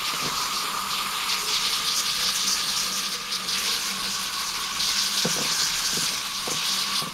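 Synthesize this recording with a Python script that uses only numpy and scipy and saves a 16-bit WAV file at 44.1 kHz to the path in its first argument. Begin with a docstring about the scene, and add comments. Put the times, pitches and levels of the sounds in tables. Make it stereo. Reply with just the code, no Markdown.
"""On a lawn, close to the microphone, a garden hose sprays a crab held over a plastic cooler.
The jets break into wash, splash and mist (shaped noise drops and bubble pings) and surge off the shell.
Resonances driven by drops make a hollow note with a roar around it; the nozzle's holes add a noise hiss.
Under the falling water the cooler hums, patters and sounds a lid note; its damped modes ring to dull
knocks, over a soft rumble of air."""
import sys
import numpy as np
from scipy import signal
from scipy.fft import rfft, irfft, next_fast_len
from scipy.io import wavfile
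from scipy.ndimage import uniform_filter1d, map_coordinates

SR = 44100
rng = np.random.default_rng(int(sys.argv[2]) if len(sys.argv) > 2 else 0)


def wav_out(sig):
    """Save sig, one row per channel (or a flat mono array), as 16-bit PCM at SR to the path in sys.argv[1]."""
    wavfile.write(sys.argv[1], SR, np.round(np.clip(np.atleast_2d(sig).T, -1, 1) * 32767).astype(np.int16))


N = 314433
T = np.arange(N) / SR  # time of each sample [s]

# how hard the jets strike shell and hand as the crab is turned:
# (time [s], strike level [dB], splash brightness [dB])
STRIKE = [(0, -33.5, 0.5), (.5, -31, 1), (1.0, -33, -6.5), (1.4, -27.5, 4), (1.8, -28, -2),
          (2.65, -27, 0.5), (3.0, -30.5, -2), (3.28, -36.5, -1.5), (3.7, -24.5, -2), (3.95, -28.5, 0.5),
          (4.6, -30.5, 0.5), (5.15, -25.5, 1.5), (5.7, -26, 7), (6.0, -24.5, 1.5), (6.35, -33.5, -1),
          (6.75, -26, 1), (7.0, -29, -6), (7.13, -42.5, 0)]
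# spectrum of the bright splash: (frequency [Hz], level [dB])
SPLASH_SPECTRUM = [(1500, -22), (2600, -10.5), (3400, -1.5), (4200, -1), (4700, 0.5), (5400, -2.5),
                   (6300, -2.5), (7100, -4.5), (8000, -14.5), (10000, -27.5)]
# spectrum of the mist: (frequency [Hz], level [dB])
MIST_SPECTRUM = [(5000, -16.5), (7000, -6), (8100, -2.5), (8700, 2.5), (9500, 1), (10800, -3), (12100, -3),
                 (13500, -7), (15000, -16), (15800, -13)]
# spectrum of patter on plastic, also of a knock's scuff: (frequency [Hz], level [dB])
PATTER_SPECTRUM = [(100, -26), (170, -4), (240, 3.5), (320, 1), (410, 3), (490, 1.5), (600, 0.5),
                   (800, -3.5), (1100, -24.5), (2000, -65)]


def spray():
    """Jets break into wash, splash and mist; all grow with the strike and sputter together."""
    # spectrum of the wash: (frequency [Hz], level [dB])
    wash_spectrum = [(600, -26.5), (900, -6.5), (1300, -4.5), (1650, -6), (1900, -8), (2200, -1),
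                     (2800, -1.5), (3600, -6), (5000, -6.5), (8000, -46)]
    # what a strike throws off: (level at an ordinary strike [dB], gain per dB of strike [dB])
    wash_law = (-35, 0.38)
    splash_law = (-30.5, .85)
    mist_law = (-39.5, 0.75)
    wash_on_lid_db = 3
    mist_per_bright = -0.29  # dB per dB: a bright splash leaves less water for the mist

    force_db = force() + 0.42 * wobble(16)
    brightness_db = curves(STRIKE)[1]
    wash_db = follow(wash_law, force_db) + wash_on_lid_db * on_lid() + 1.27 * wobble(14)
    splash_db = follow(splash_law, force_db) + 0.85 * wobble(12)
    mist_db = follow(mist_law, force_db) + mist_per_bright * brightness_db + 1.37 * wobble(22)
    upper_band_db = brightness_db + 2 * wobble(12)
    sputter_db = 0.73 * wobble(45) + 0.5 * wobble(220)

    wash_drops = drops(rate=2500, spread_db=2.5, blur=0.75)
    wash = ports(patchy(wash_drops, depth_db=2.0), shaped(wash_spectrum))
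    splash_drops = drops(rate=4000, spread_db=2.5, blur=0.9)
    splash = ports(patchy(splash_drops, depth_db=2.0), shaped(SPLASH_SPECTRUM))
    splash += amp(-8.5) * bubbles(shaped(SPLASH_SPECTRUM), rate=740, cycles=24, spread_db=-0.5)
    mist_drops = drops(rate=6400, spread_db=3.0, blur=0.74)
    mist = ports(patchy(mist_drops, depth_db=1.5), shaped(MIST_SPECTRUM))
    mist += amp(-5.0) * bubbles(shaped(MIST_SPECTRUM), rate=820, cycles=56, spread_db=3)

    # the splash's upper band rises and falls against its lower band
    low = filtered(splash, lambda hz: 1 / (1 + (hz / 5000) ** 10))
    high = splash - low
    # the divisor offsets the level change that the brightness brings
    splash = (low + amp(upper_band_db) * high) / np.sqrt(0.65 + 0.29 * amp(2 * upper_band_db))
    return amp(sputter_db) * (amp(wash_db) * wash + amp(splash_db) * splash + amp(mist_db) * mist)


def surges(rise=0.0097, fall=0.032):
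    """A jet that catches an edge spits at once, in a band of its own, and slides off again (times in s)."""
    # a jet catches an edge of the shell: (time [s], length [s], centre [Hz], splash level [dB])
    catches = [(0.043, 0.053, 3700, -28.5), (0.208, 0.061, 4770, -31.5), (0.366, 0.064, 4600, -33),
               (0.52, 0.11, 4670, -31), (0.9, 0.054, 3100, -30.5), (1.29, 0.045, 4150, -27),
               (1.478, 0.1, 3300, -27), (1.638, 0.046, 3700, -27.5), (1.723, 0.049, 3600, -27),
               (1.859, 0.063, 4130, -25), (1.95, 0.059, 6000, -24), (2.057, 0.064, 3850, -26.5),
               (2.23, 0.074, 4100, -23.5), (2.348, 0.024, 6660, -24.5), (2.402, 0.05, 3900, -29),
               (2.47, 0.075, 5730, -22.5), (2.676, 0.043, 4870, -26.5), (2.764, 0.034, 6100, -25.5),
               (2.92, 0.074, 6100, -29), (3.033, 0.034, 3300, -29.5), (3.117, 0.027, 4540, -27),
               (3.319, 0.041, 4500, -25), (3.48, 0.071, 4800, -27), (3.58, 0.015, 6340, -28),
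               (3.68, 0.038, 4100, -26.5), (4.793, 0.12, 4360, -25.5), (4.979, 0.094, 4400, -25),
               (5.17, 0.025, 4150, -22), (5.222, 0.019, 4800, -26.5), (5.294, 0.035, 6070, -28),
               (5.514, 0.013, 5300, -25), (5.59, 0.018, 4730, -22), (5.631, 0.021, 5700, -24),
               (5.842, 0.028, 5400, -24.5), (6.055, 0.037, 3780, -26.5), (6.35, 0.047, 3000, -31),
               (6.503, 0.021, 6440, -26.5), (6.563, 0.03, 4500, -34), (6.679, 0.06, 4500, -25.5),
               (6.784, 0.041, 4630, -25), (6.864, 0.025, 3880, -29.5), (6.952, 0.043, 4030, -23.5)]
    mid_hz, edge = 4540, 2.7  # the middle pitch; steepness of the band's edges
    mid_octaves, narrowing = 0.48, 1.8  # band width at the middle pitch; higher surges are narrower
    mist_gain_db, mist_db_per_octave = -15, 12  # higher surges throw more mist

    out = np.zeros((2, N))
    splash_drops = drops(rate=2500, spread_db=0.5, blur=0.75)
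    splash = ports(patchy(splash_drops, depth_db=1.5), shaped(SPLASH_SPECTRUM))
    mist_drops = drops(rate=2300, spread_db=10, blur=0.7)
    mist = ports(patchy(mist_drops, depth_db=-0.5), shaped(MIST_SPECTRUM))
    for s, length, centre_hz, splash_db in catches:
        octaves = mid_octaves * (mid_hz / centre_hz) ** narrowing
        mist_db = splash_db + mist_gain_db + mist_db_per_octave * np.log2(centre_hz / mid_hz)
        near = slice(*np.searchsorted(T, [s - 2 * rise, s + length + 4 * fall]))
        t = T[near] - s
        onset = np.clip(t / rise + 0.5, 0, 1)
        swell = onset * np.exp(-np.maximum(t - length, 0) * 2 / fall)

        def bell(hz):
            """Gain around the surge's centre."""
            distance = np.abs(np.log2((hz + 1) / centre_hz) / octaves)
            return np.exp(-0.5 * distance ** edge)

        band = unit(filtered(splash[:, near], bell))
        out[:, near] += swell * (amp(splash_db) * band + amp(mist_db) * mist[:, near])
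    return out * amp(0.7 * wobble(110))


def hollow(upper_ratio=1.356):
    """Drumming jets ring a hollow note, a roar around it and an upper mode on one shared pitch curve."""
    # the hollow note drops as the crab is turned over: (time [s], pitch [Hz])
    note_pitch = [(0, 1212), (3.45, 1210), (3.7, 1113), (5.1, 1122), (5.7, 1165), (6.2, 1128), (7.13, 1134)]
    # drumming of the jets that rings it: (time [s], level [dB])
    drumming = [(0, -36), (.5, -32), (1.25, -33.5), (2.0, -38.5), (3.3, -39.5), (4.0, -41), (4.4, -37.5),
                (5.8, -41), (6.5, -40), (6.9, -37), (7.13, -37.5)]
    # roar against the note: (level when aimed clear of the lid [dB], gain when aimed at it [dB])
    roar_law = (-8, 8.8)
    # upper mode: (level at an ordinary strike [dB], gain per dB of strike [dB])
    upper_law = (-42.5, 0.76)
    upper_on_lid_db = -11.5
    # dB per dB: the roar and the upper mode grow with the splash's brightness
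    roar_per_bright, upper_per_bright = 0.91, 0.47

    pitch_hz, = curves(note_pitch)
    level_db = curves(drumming)[0] + 0.85 * wobble(10)
    brightness_db = curves(STRIKE)[1]
    roar_db = follow(roar_law, on_lid()) + roar_per_bright * brightness_db
    upper_db = follow(upper_law, force()) + upper_on_lid_db * on_lid()
    upper_db = upper_db + upper_per_bright * brightness_db + 1.4 * wobble(14)

    note = gliding(pitch_hz, core_hz=73, skirt_hz=500, sag_hz=23)
    roar = gliding(pitch_hz, core_hz=305, skirt_hz=318, sag_hz=178)
    upper = gliding(upper_ratio * pitch_hz, core_hz=177, skirt_hz=614, sag_hz=20)
    # the roar changes the balance, not the power of the pair
    both = (note + amp(roar_db) * roar) / np.sqrt(1 + amp(2 * roar_db))
    return amp(level_db) * both + amp(upper_db) * upper


def nozzle():
    """Water leaving the holes makes a smooth, airy hiss, strongest while the nozzle points down."""
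    # the hiss of its small holes: (frequency [Hz], level [dB])
    holes = [(4000, -32), (6200, -6), (7100, 14), (8100, -7), (9000, -2), (10500, -3), (12200, 3),
             (13300, -3), (15000, -9), (15800, -18)]
    # (level when aimed clear of the lid [dB], gain when aimed at it [dB])
    hiss_law = (-53, 15.5)
    hiss = ports(rng.standard_normal((2, N)), shaped(holes))
    return amp(follow(hiss_law, on_lid())) * hiss


def knocks(attack=0.0013, scuff_db=-8.5):
    """Dull blows ring the plastic box's damped modes; harder contacts favour its upper ones."""
    # knocks on the cooler: (time [s], level [dB], hardness [dB per octave])
    blows = [(0.131, -28, -0.5), (0.22, -27.5, -3), (0.24, -28, -4), (0.256, -25.5, -5), (0.277, -28.5, 0),
             (0.31, -34, -4), (5.248, -12.5, -1), (5.262, -32, 0), (5.276, -30, -9), (5.36, -25.5, 1),
             (5.383, -23, 1), (5.41, -21, 1), (5.449, -27.5, -1), (5.509, -33, -5), (5.617, -32.5, -5),
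             (5.928, -29, 0), (5.969, -25, -4.5), (6.024, -28.5, -2), (6.473, -21.5, 7), (6.511, -23.5, 0),
             (6.544, -31.5, -11), (7.017, -24, -3), (7.066, -28, -4)]
    # the cooler's modes: (frequency [Hz], level [dB], decay by 60 dB [s])
    modes = [(148, -3.5, 0.11), (169.5, -4, 0.26), (231, 0, 0.11), (308, -9.5, 0.1), (381, -2.5, 0.081),
             (467, 1.5, 0.065), (505, -7, 0.16), (717, -1.5, 0.048), (907, -7.5, 0.034)]

    out = np.zeros(N + SR)
    t = np.arange(SR // 4) / SR
    hz, level_db, t60 = np.transpose(modes)[:, :, None]
    sign = (-1) ** np.arange(len(hz))[:, None]
    for s, peak_db, hard_db in blows:
        # each mode's share also varies at random from blow to blow
        strength_db = level_db + hard_db * np.log2(hz / hz[0]) + rng.standard_normal(hz.shape)
        decay = amp(strength_db - 60 * t / t60)
        ring = np.sum(sign * decay * np.sin(2 * np.pi * hz * t), axis=0)
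        scuff = unit(filtered(rng.standard_normal(len(t)), shaped(PATTER_SPECTRUM)))
        scuff = scuff * amp(scuff_db - 60 * t / 0.084)
        blow = (ring / np.abs(ring).max() + scuff) * (1 - np.exp(-t / attack))
        out[round(s * SR):][:len(t)] += amp(peak_db) * blow
    return out[:N]


def cooler():
    """Falling water patters on the lid, sounds its note and keeps the box humming; soft air rumbles below."""
    # the cooler's hum: (time [s], level [dB])
    hum_levels = [(0, -52), (.3, -59), (.75, -49.5), (1.2, -53.5), (2.9, -47.5), (4.0, -47), (4.5, -53),
                  (5.0, -47.5), (5.7, -54.5), (7.13, -47.5)]
    # the lid's note under the falling water: (time [s], pitch [Hz], level [dB])
    lid_note = [(0, 421, -62), (1.0, 418.7, -52.5), (1.45, 423.4, -50), (1.9, 485, -55), (2.8, 491.3, -54),
                (3.7, 469.7, -53.5), (4.5, 450.2, -61), (7.1, 447.5, -73)]
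    # spectrum of the air: (frequency [Hz], level [dB])
    rumble = [(10, -18), (28, 4), (42, -0.5), (60, -1), (100, -9), (160, 1.5), (400, -28)]
    # (level when aimed clear of the lid [dB], gain when aimed at it [dB])
    patter_law = (-50.5, 2.6)
    air_db = -53

    hum_db = curves(hum_levels)[0]
    box = resonance(centre_hz=193.5, width_hz=13.0)
    walls = resonance(centre_hz=190, width_hz=110)
    ring = ports(drops(rate=900, spread_db=4, blur=1.0), lambda hz: box(hz) * walls(hz))
    # a tone whose phase wanders
    steady = np.sqrt(2) * np.sin(2 * np.pi * 192.5 * T + 0.87 * wobble(11))
    hum = unit(ring + amp(-2.5) * steady)

    lid_hz, lid_db = curves(lid_note)
    lid_db = lid_db + 2.2 * wobble(12)
    lid = gliding(lid_hz, core_hz=27.8, skirt_hz=200, sag_hz=5)

    patter_db = follow(patter_law, on_lid()) + 1.8 * wobble(10)
    patter_drops = drops(rate=500, spread_db=4.5, blur=0.87)
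    patter = ports(patchy(patter_drops, depth_db=2.0), shaped(PATTER_SPECTRUM))

    air = ports(rng.standard_normal((2, N)), shaped(rumble)) * amp(2.5 * wobble(6.4))
    return amp(hum_db) * hum + amp(lid_db) * lid + amp(patter_db) * patter + amp(air_db) * air


def force():
    """The strike in dB above an ordinary one."""
    usual_db = -30
    return curves(STRIKE)[0] - usual_db


def on_lid():
    """How much of the spray is aimed at the lid."""
    # the nozzle starts out pointing down at the lid and is then raised:
    # (time [s], share of the aim on the lid [0-1])
    nozzle_aim = [(0, 0.94), (1.35, 1), (2.1, 0.14), (3.0, 0.03), (7.13, 0.27)]
    return curves(nozzle_aim)[0]


def follow(law, control):
    """The dB of a layer that grows in step with a control."""
    base_db, slope = law
    return base_db + slope * control


def drops(rate, spread_db, blur):
    """Impacts of uneven size at random moments, rate a second, over a blur of countless smaller ones."""
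    size_db = spread_db * np.clip(rng.standard_normal((2, N)), -2, 2)
    hits = (rng.random((2, N)) < rate / SR) * amp(size_db)
    signed = unit(hits * rng.choice([-1, 1], (2, N)))
    return unit(signed + blur * rng.standard_normal((2, N)))


def bubbles(colour, rate, cycles, spread_db, low_hz=1400, high_hz=13000):
    """Tiny bubbles in the film: each rings briefly and rises a little in pitch."""
    when, pitch, size, life, turn = rng.random((int(rate * N / SR), 5)).T[:, :, None]
    hz = low_hz + (high_hz - low_hz) * pitch
    step = np.arange(SR // 50)
    age = hz * step / SR / (cycles * (0.5 + life))  # in decay times
    envelope = (1 - np.exp(-6 * age)) * np.exp(-age)
    rise = 1 + 0.0081 * np.minimum(age, 4)
    ping = envelope * np.sin(2 * np.pi * hz * step / SR * rise)
    ping *= amp(-spread_db * np.log(size + 0.021)) * np.sqrt(hz)
    where = ((when * N).astype(int) + step).ravel()
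    # a random angle shares each ping between the two signals
    pair = [np.bincount(where, (ping * way(2 * np.pi * turn)).ravel(), N)[:N] for way in (np.cos, np.sin)]
    return ports(np.array(pair), colour)


def patchy(x, depth_db):
    """The water film keeps changing shape, so broad and narrow patches of the spectrum swell and fade."""
    z = signal.stft(x, nperseg=512)[2]

    def smooth(v, size):
        """Blur over frequency by size bins and over time by 6 frames."""
        return unit(uniform_filter1d(uniform_filter1d(v, size=size, axis=0), size=6, axis=1))

    broad = smooth(smooth(rng.standard_normal(z.shape[1:]), size=12), size=8)
    narrow = smooth(rng.standard_normal(z.shape[1:]), size=3)
    gain = amp(depth_db * unit(broad + narrow))
    return signal.istft(z * gain, nperseg=512)[1][:, :N]


def resonance(centre_hz, width_hz):
    """The response of one damped mode."""
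    return lambda f: 1j * f * width_hz / (centre_hz ** 2 - f * f + 1j * f * width_hz)


def gliding(pitch_hz, core_hz, skirt_hz, sag_hz):
    """A resonance drummed by drops, a core on a skirt (widths in Hz), following a pitch curve."""
    rest_hz = np.mean(pitch_hz)
    core, skirt = resonance(rest_hz, core_hz), resonance(rest_hz - sag_hz, skirt_hz)
    ring = ports(drops(rate=3000, spread_db=2.5, blur=0.72), lambda hz: core(hz) * skirt(hz))
    clock = np.cumsum(pitch_hz) / rest_hz  # reading faster raises the pitch
    return np.array([map_coordinates(side, [clock], mode="mirror") for side in ring])


def ports(pair, colour):
    """Two unrelated signals become a coloured, partly alike left and right of rms 1."""
    # likeness at the two microphone ports: (frequency [Hz], correlation [0-1])
    alike = [(60, .85), (180, .95), (700, .86), (1200, .95), (1900, .76), (3500, .82), (6500, .75),
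             (8000, .5), (9500, .63), (11700, .48), (12500, .25), (15000, .36)]

    def spread(hz):
        """Colour, shared out between what the ports have in common and what they do not."""
        turn = np.arccos(along(alike, hz)) / 2
        return colour(hz) * np.array([np.cos(turn), np.sin(turn)])

    mid, side = filtered(pair, spread)
    return unit(np.array([mid + side, mid - side]))


def amp(db):
    """Decibels to gain."""
    return 10 ** (np.asarray(db) / 20)


def unit(x):
    """Scale to rms 1."""
    return x / np.sqrt(np.mean(x ** 2) + 1e-20)


def along(points, hz):
    """(Hz, value) points read on a log axis."""
    f, v = np.transpose(points)
    return np.interp(np.log(hz + 1), np.log(f), v)


def shaped(points):
    """The gain of a (Hz, dB) spectrum."""
    return lambda hz: amp(along(points, hz))


def curves(rows):
    """One value per sample for each column after the time."""
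    s, *cols = np.transpose(rows)
    return [np.interp(T, s, c) for c in cols]


def wobble(rate):
    """A smooth random curve of rms 1, rate knots a second."""
    knots = rng.standard_normal(int(N * rate / SR) + 4)
    return unit(map_coordinates(knots, [T * rate]))


def filtered(x, response):
    """x times a response of frequency."""
    size = x.shape[-1]
    m = next_fast_len(size + 8192)
    return irfft(rfft(x, m) * response(np.fft.rfftfreq(m, 1 / SR)), m)[..., :size]


def scene():
    """Spray, shell, nozzle and cooler add up in the open air, with no echo."""
    return spray() + surges() + hollow() + nozzle() + knocks() + cooler()


def record(dry):
    """The sound reaches the right port first; each port has its own colour, and the band is limited."""
    # level difference of the ports: (frequency [Hz], left minus right [dB])
    lean = [(200, 2.5), (700, 1.5), (1300, 1), (2400, 1.5), (4400, 0), (7400, 0), (8500, -5), (9500, -4.5),
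            (12000, -6), (15000, -6)]
    # phase difference of the ports: (frequency [Hz], lead of the right [rad])
    lead = [(100, .05), (520, .5), (1000, .25), (1800, .7), (4700, .9), (6200, 1.3), (7700, 2.6),
            (8900, 1.1), (12000, 1.15), (15500, 2.6)]
    top_hz = 15750
    half = np.array([[0.5], [-0.5]])  # each port takes half of the difference

    def pickup(hz):
        """Response of the left and right port."""
        gain = amp(half * along(lean, hz))
        return gain * np.exp(-1j * half * along(lead, hz)) * (hz < top_hz)

    return filtered(dry, pickup)


dry = scene()
out = record(dry)
wav_out(out)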